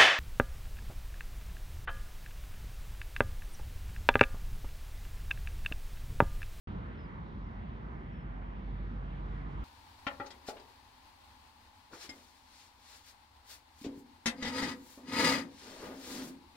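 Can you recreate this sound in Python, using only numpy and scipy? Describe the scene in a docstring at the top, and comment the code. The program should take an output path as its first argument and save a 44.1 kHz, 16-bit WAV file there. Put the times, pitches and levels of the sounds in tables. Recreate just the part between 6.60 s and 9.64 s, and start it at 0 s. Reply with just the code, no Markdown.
"""A quiet street outside a driveway gate, picked up by a phone with two microphone ports.
After a short silence, distant traffic rumbles and hisses: noise in bands that swell and flicker.
A lorry's drone dies away, a far engine climbs in pitch and a low hum sets in, all made of sines.
Small birds whistle, as gliding sines with an echo off the house walls. As the gate starts to slide,
its drive whines faintly, as tones and narrow noise, and its wheels hiss on the track, as shaped noise."""
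import sys
import numpy as np
from scipy import signal
from scipy.fft import rfft, irfft
from scipy.io import wavfile
from scipy.ndimage import uniform_filter1d

SR = 44100
rng = np.random.default_rng(int(sys.argv[2]) if len(sys.argv) > 2 else 0)


def wrap_up_sound(samples):
    """Save the sound to the file named by the first command line argument, as 16-bit audio."""
    columns = np.atleast_2d(samples).T
    # keep every value between -1 and 1, then stretch to whole-number steps
    tamed = np.clip(columns, -1, 1)
    steps = np.round(tamed * 32767).astype(np.int16)
    wavfile.write(sys.argv[1], SR, steps)


def makeup_ratio(level_db):
    """Linear amplitude ratio for a level in decibels (20 dB per factor of ten)."""
    decades = np.asarray(level_db, float) / 20
    return 10 ** decades


N = 134064  # samples
T = np.arange(N) / SR  # time in seconds
F = np.maximum(np.fft.rfftfreq(N, 1 / SR), 1)  # frequency in Hz, kept above zero for the logarithms

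# Spacing of the two microphone ports, heard as likeness, phase and balance:
# freq_hz, likeness (0-1), right_leads_rad, left_minus_right_db
PORT_RESPONSE = [(30, .995, .1, 0), (90, .97, .3, -.3), (260, .85, .55, -1.2), (430, .66, 1.2, -.3),
                 (780, .55, 2.8, -3.8), (1100, .63, 2.6, -2.9), (1700, .62, 2.4, -1.1),
                 (2000, .42, 1.6, -.6), (2200, .05, 0, 0), (2500, .4, -1.9, .2), (3100, .59, -1.6, -.6),
                 (4300, .43, -.5, 1.1), (6500, .27, .1, 1.5), (8000, .4, -2.6, .1), (9000, .6, -2.3, 0),
                 (10700, .88, 0, 0)]
# Spectrum shape of the distant traffic: freq_hz, relative_density_db (per Hz)
TRAFFIC_SPECTRUM = [(18, -43.5), (26, -25.5), (34, -21.5), (44, -2.5), (60, -0.5), (78, -6), (100, -9),
                    (128, -8.5), (160, -7.5), (209, -8.5), (245, -14.5), (310, -15.5), (400, -20.5),
                    (480, -21.5), (620, -24), (950, -21), (1300, -25), (1950, -30), (2500, -37.5),
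                    (3200, -40), (4000, -47), (5000, -55.5), (6500, -64.5), (8500, -71), (10300, -73.5),
                    (11300, -75), (12200, -75)]
# Swells of the traffic, used relative to each column's mean: time_s, deep_bass_db, rumble_db, tyre_roar_db
TRAFFIC_SWELL = [(.1, -44.5, -48, -54.5), (.4, -49, -48, -55.5), (.9, -47, -50.5, -56),
                 (1.5, -48.5, -47.5, -57), (1.8, -50.5, -48.5, -56), (2.2, -48, -48.5, -56),
                 (2.6, -48, -49, -56), (3.0, -45.5, -47, -54.5)]
# Gain of the traffic's airy treble: time_s, gain_db
AIRY_TREBLE = [(.1, 3), (.6, -0.5), (1.0, -1), (1.5, -.5), (3.04, 3.5)]
# Far engine pulling away, before roughness: time_s, firing_hz, firing_level_db (rms), octave_level_db (rms)
ENGINE_RISE = [(.2, 100, -75, -76), (.6, 106.5, -56.5, -59), (1.1, 113.5, -60.5, -59),
               (1.6, 120, -60.5, -59), (2.0, 126.3, -61.5, -64), (2.25, 128.3, -56.5, -76.5),
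               (2.7, 138.9, -55, -72), (3.04, 145.7, -51, -71)]
# Low hum, before its beating: time_s, level_db (rms)
HUM_LEVEL = [(.5, -54), (.85, -48.5), (1.04, -51), (1.15, -49), (1.48, -51), (1.75, -43.5), (2.3, -44),
             (2.66, -43.5), (3.03, -44)]
# Bird whistles: left_minus_right_db, then a list of time_s, pitch_hz, level_db (rms, before the warble)
BIRD_WHISTLES = [(-3, [(.35, 5480, -93), (.357, 5420, -83), (.369, 5270, -91), (.386, 5170, -80),
                 (.412, 5080, -78), (.43, 5030, -81), (.447, 4950, -75), (.46, 4840, -81),
                 (.472, 4720, -92)]), (-5, [(.404, 5720, -95), (.412, 5680, -87), (.422, 5650, -97),
                 (.436, 5650, -92), (.445, 5640, -98)]), (-2, [(.841, 5450, -90), (.845, 5480, -83),
                 (.851, 5560, -88), (.855, 5650, -94)]), (9, [(1.515, 5540, -91), (1.537, 5450, -86),
                 (1.547, 5420, -91), (1.572, 5310, -83), (1.586, 5240, -95), (1.595, 5270, -87),
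                 (1.602, 5300, -93), (1.61, 5300, -82), (1.622, 5110, -88), (1.645, 5050, -95)])]
# Gate speeding up: time_s, wheels_gain_db, whine_gain_db
GATE_GAIN = [(1.6, -20, -11), (2.0, -17.5, -9), (2.45, -16.5, -7), (2.6, -15, -4), (2.8, -12, -7),
             (3.04, 1, 0)]
# Spectrum shape of the wheel hiss: freq_hz, relative_density_db (per Hz)
WHEEL_SPECTRUM = [(1500, -20.5), (2500, -10), (4000, 3.5), (6000, -6.5), (7800, -11.5), (9000, -24)]


def level(x, db):
    """Scale to an rms level in dB."""
    return x * makeup_ratio(db) / np.sqrt(np.mean(x ** 2))


def over_hz(table, col=1):
    """Read a table column along log frequency."""
    rows = np.array(table, float)
    return np.interp(np.log(F), np.log(rows[:, 0]), rows[:, col])


def over_t(table, col=1):
    """Read a table column along time."""
    rows = np.array(table, float)
    return np.interp(T, rows[:, 0], rows[:, col])


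def walk(rate):
    """Random levels, rate of them per second, slewed smoothly by two averages; spread near 1."""
    hold = int(SR / rate)
    steps = np.repeat(rng.standard_normal(N // 200), hold)[:N]
    slewed = uniform_filter1d(uniform_filter1d(steps, hold), hold)
    return 1.185 * slewed  # makes up for the spread lost in averaging


def tone(hz):
    """Sine of rms 1 on a moving pitch, from a random phase."""
    cycles = np.cumsum(hz) / SR + rng.random()
    return np.sqrt(2) * np.sin(2 * np.pi * cycles)


def ports(one, other):
    """Left and right spectra: a shared part, turned in phase, and an unrelated part on the right."""
    likeness = np.clip(over_hz(PORT_RESPONSE, col=1), 0, 1)
    turn = np.exp(1j * over_hz(PORT_RESPONSE, col=2))
    tilt = makeup_ratio(over_hz(PORT_RESPONSE, col=3) / 2)
    right = likeness * one * turn + np.sqrt(1 - likeness ** 2) * other
    return np.array([one * tilt, right / tilt])


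def diffuse(colour):
    """Coloured noise arriving from all around, as the spectra at the two ports."""
    shape = makeup_ratio(over_hz(colour)) * (F > colour[0][0])
    one, other = rfft(rng.standard_normal((2, N))) * shape
    return ports(one, other)


def placed(x):
    """One source through the phase and balance of the ports."""
    spectrum = rfft(x)
    return irfft(ports(spectrum, spectrum), N)


def traffic():
    """Distant traffic: diffuse noise in half-octave bands that swell together and flicker alone."""
    traffic_db = -43
    sub_edge_hz, rumble_edge_hz = 97, 250  # upper edges of the deep bass and the rumble
    flicker_db, bass_flicker_db = 1.71, -0.5  # the second is added in the bass
    treble_hz = 5000  # half of the treble gain applies here
    spectrum = diffuse(TRAFFIC_SPECTRUM)
    swells = [over_t(TRAFFIC_SWELL, col=k) for k in (1, 2, 3)]
    sub, rumble, roar = (swell - np.mean(swell) for swell in swells)
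    out = 0
    for hz in 22 * 2 ** np.arange(0, 9.6, .5):
        band = np.cos(np.pi / 2 * np.clip(2 * np.log2(F / hz), -1, 1)) ** 2
        # how far the band belongs to the deep bass, and to all the bass
        deep = 1 / (1 + (hz / sub_edge_hz) ** 4)
        low = 1 / (1 + (hz / rumble_edge_hz) ** 4)
        swell_db = deep * sub + (low - deep) * rumble + (1 - low) * roar
        own_flicker_db = (low * bass_flicker_db + flicker_db) * walk(8.88)
        treble_db = over_t(AIRY_TREBLE) / (1 + (treble_hz / hz) ** 2)
        out = out + makeup_ratio(swell_db + own_flicker_db + treble_db) * irfft(spectrum * band, N)
    return level(out, traffic_db)


def engine():
    """Far engine's firing tone and octave rising together, and a lorry's lower drone dying away."""
    roughness_db = 1.5
    drone_hz, drone_start_db, drone_fade_db_per_s = 78, -42, 40
    firing_hz = over_t(ENGINE_RISE) * (1 + .006 * walk(8))
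    out = 0
    for harmonic in (1, 2):
        db = over_t(ENGINE_RISE, col=harmonic + 1) + roughness_db * walk(9.2)
        out = out + makeup_ratio(db) * tone(harmonic * firing_hz)
    drone = tone(drone_hz * (1 + 0.0089 * walk(8.5)))
    return out + makeup_ratio(drone_start_db - drone_fade_db_per_s * T) * drone


def hum():
    """A low tone with a weak octave that fades in, throbs and wavers a little in pitch."""
    hum_hz, waver_hz = 46.5, .6
    beat_db, octave_db = 2.0, -19  # the octave is relative to the low tone
    fade_in = np.clip(T / HUM_LEVEL[0][0], 0, 1) ** 2
    hz = hum_hz + waver_hz * walk(3.7)
    throb = makeup_ratio(over_t(HUM_LEVEL) + beat_db * walk(10))
    return fade_in * throb * (tone(hz) + makeup_ratio(octave_db) * tone(2 * hz))


def birds():
    """Near-sine whistles that glide and warble in level, with one echo off the walls on each side."""
    edge_s, warble_db, warble_per_s = .003, 1.4, 140
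    echo_s, echo_db = (.017, .023), -15  # house walls, left and right
    out = 0
    for pan_db, song in BIRD_WHISTLES:
        start_s, end_s = song[0][0], song[-1][0]
        envelope = np.clip(np.minimum(T - start_s, end_s - T) / edge_s, 0, 1)
        db = over_t(song, col=2) + warble_db * walk(warble_per_s)
        whistle = envelope * makeup_ratio(db) * tone(over_t(song))
        out = out + whistle * makeup_ratio(np.array([[pan_db], [-pan_db]]) / 2)
    echo = np.array([np.roll(side, int(delay_s * SR)) for side, delay_s in zip(out, echo_s)])
    return out + makeup_ratio(echo_db) * echo


def gate_whine():
    """Switching whine of the gate drive: a tone with shaft sidebands over narrow noise."""
    whine_hz, sideband_hz = 9997, 54
    line_db, noise_db = -110, -98.5  # before the gate's gain
    sideband_db = -1  # relative to the middle line
    lines = 0
    for k in (-1, 0, 1):
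        db = sideband_db * abs(k) + 3.5 * walk(15)
        lines = lines + makeup_ratio(db) * tone(np.full(N, whine_hz + k * sideband_hz))
    narrow = np.exp(-((F - 10140) / 220) ** 4)  # centre and half-width in Hz
    fuzz = irfft(rfft(rng.standard_normal(N)) * narrow, N)
    whine = placed(makeup_ratio(line_db) * lines + level(fuzz, noise_db))
    return makeup_ratio(over_t(GATE_GAIN, col=2)) * whine


def gate_wheels():
    """Hiss of the gate's wheels on the track: flickering diffuse noise that follows the gate's gain."""
    wheels_db, flicker_db = -76.5, 6  # level before the flicker and the gate's gain
    spectrum = diffuse(WHEEL_SPECTRUM) * (F < WHEEL_SPECTRUM[-1][0])
    hiss = level(irfft(spectrum, N), wheels_db)
    return makeup_ratio(over_t(GATE_GAIN)) * hiss * makeup_ratio(flicker_db * walk(33.17))


def scene():
    """The whole street summed at the two microphone ports."""
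    return traffic() + placed(engine() + hum()) + birds() + gate_whine() + gate_wheels()


def low_pass(x):
    """Removes everything above the highest recorded frequency."""
    return signal.sosfilt(signal.butter(12, 12200, fs=SR, output="sos"), x)


def record(dry):
    """Silence until the recorder starts, then a very short fade-in."""
    start_s, fade_s = .0722, .001
    mix = dry * np.clip((T - start_s) / fade_s, 0, 1)
    return low_pass(mix)


dry = scene()
out = record(dry)
wrap_up_sound(out)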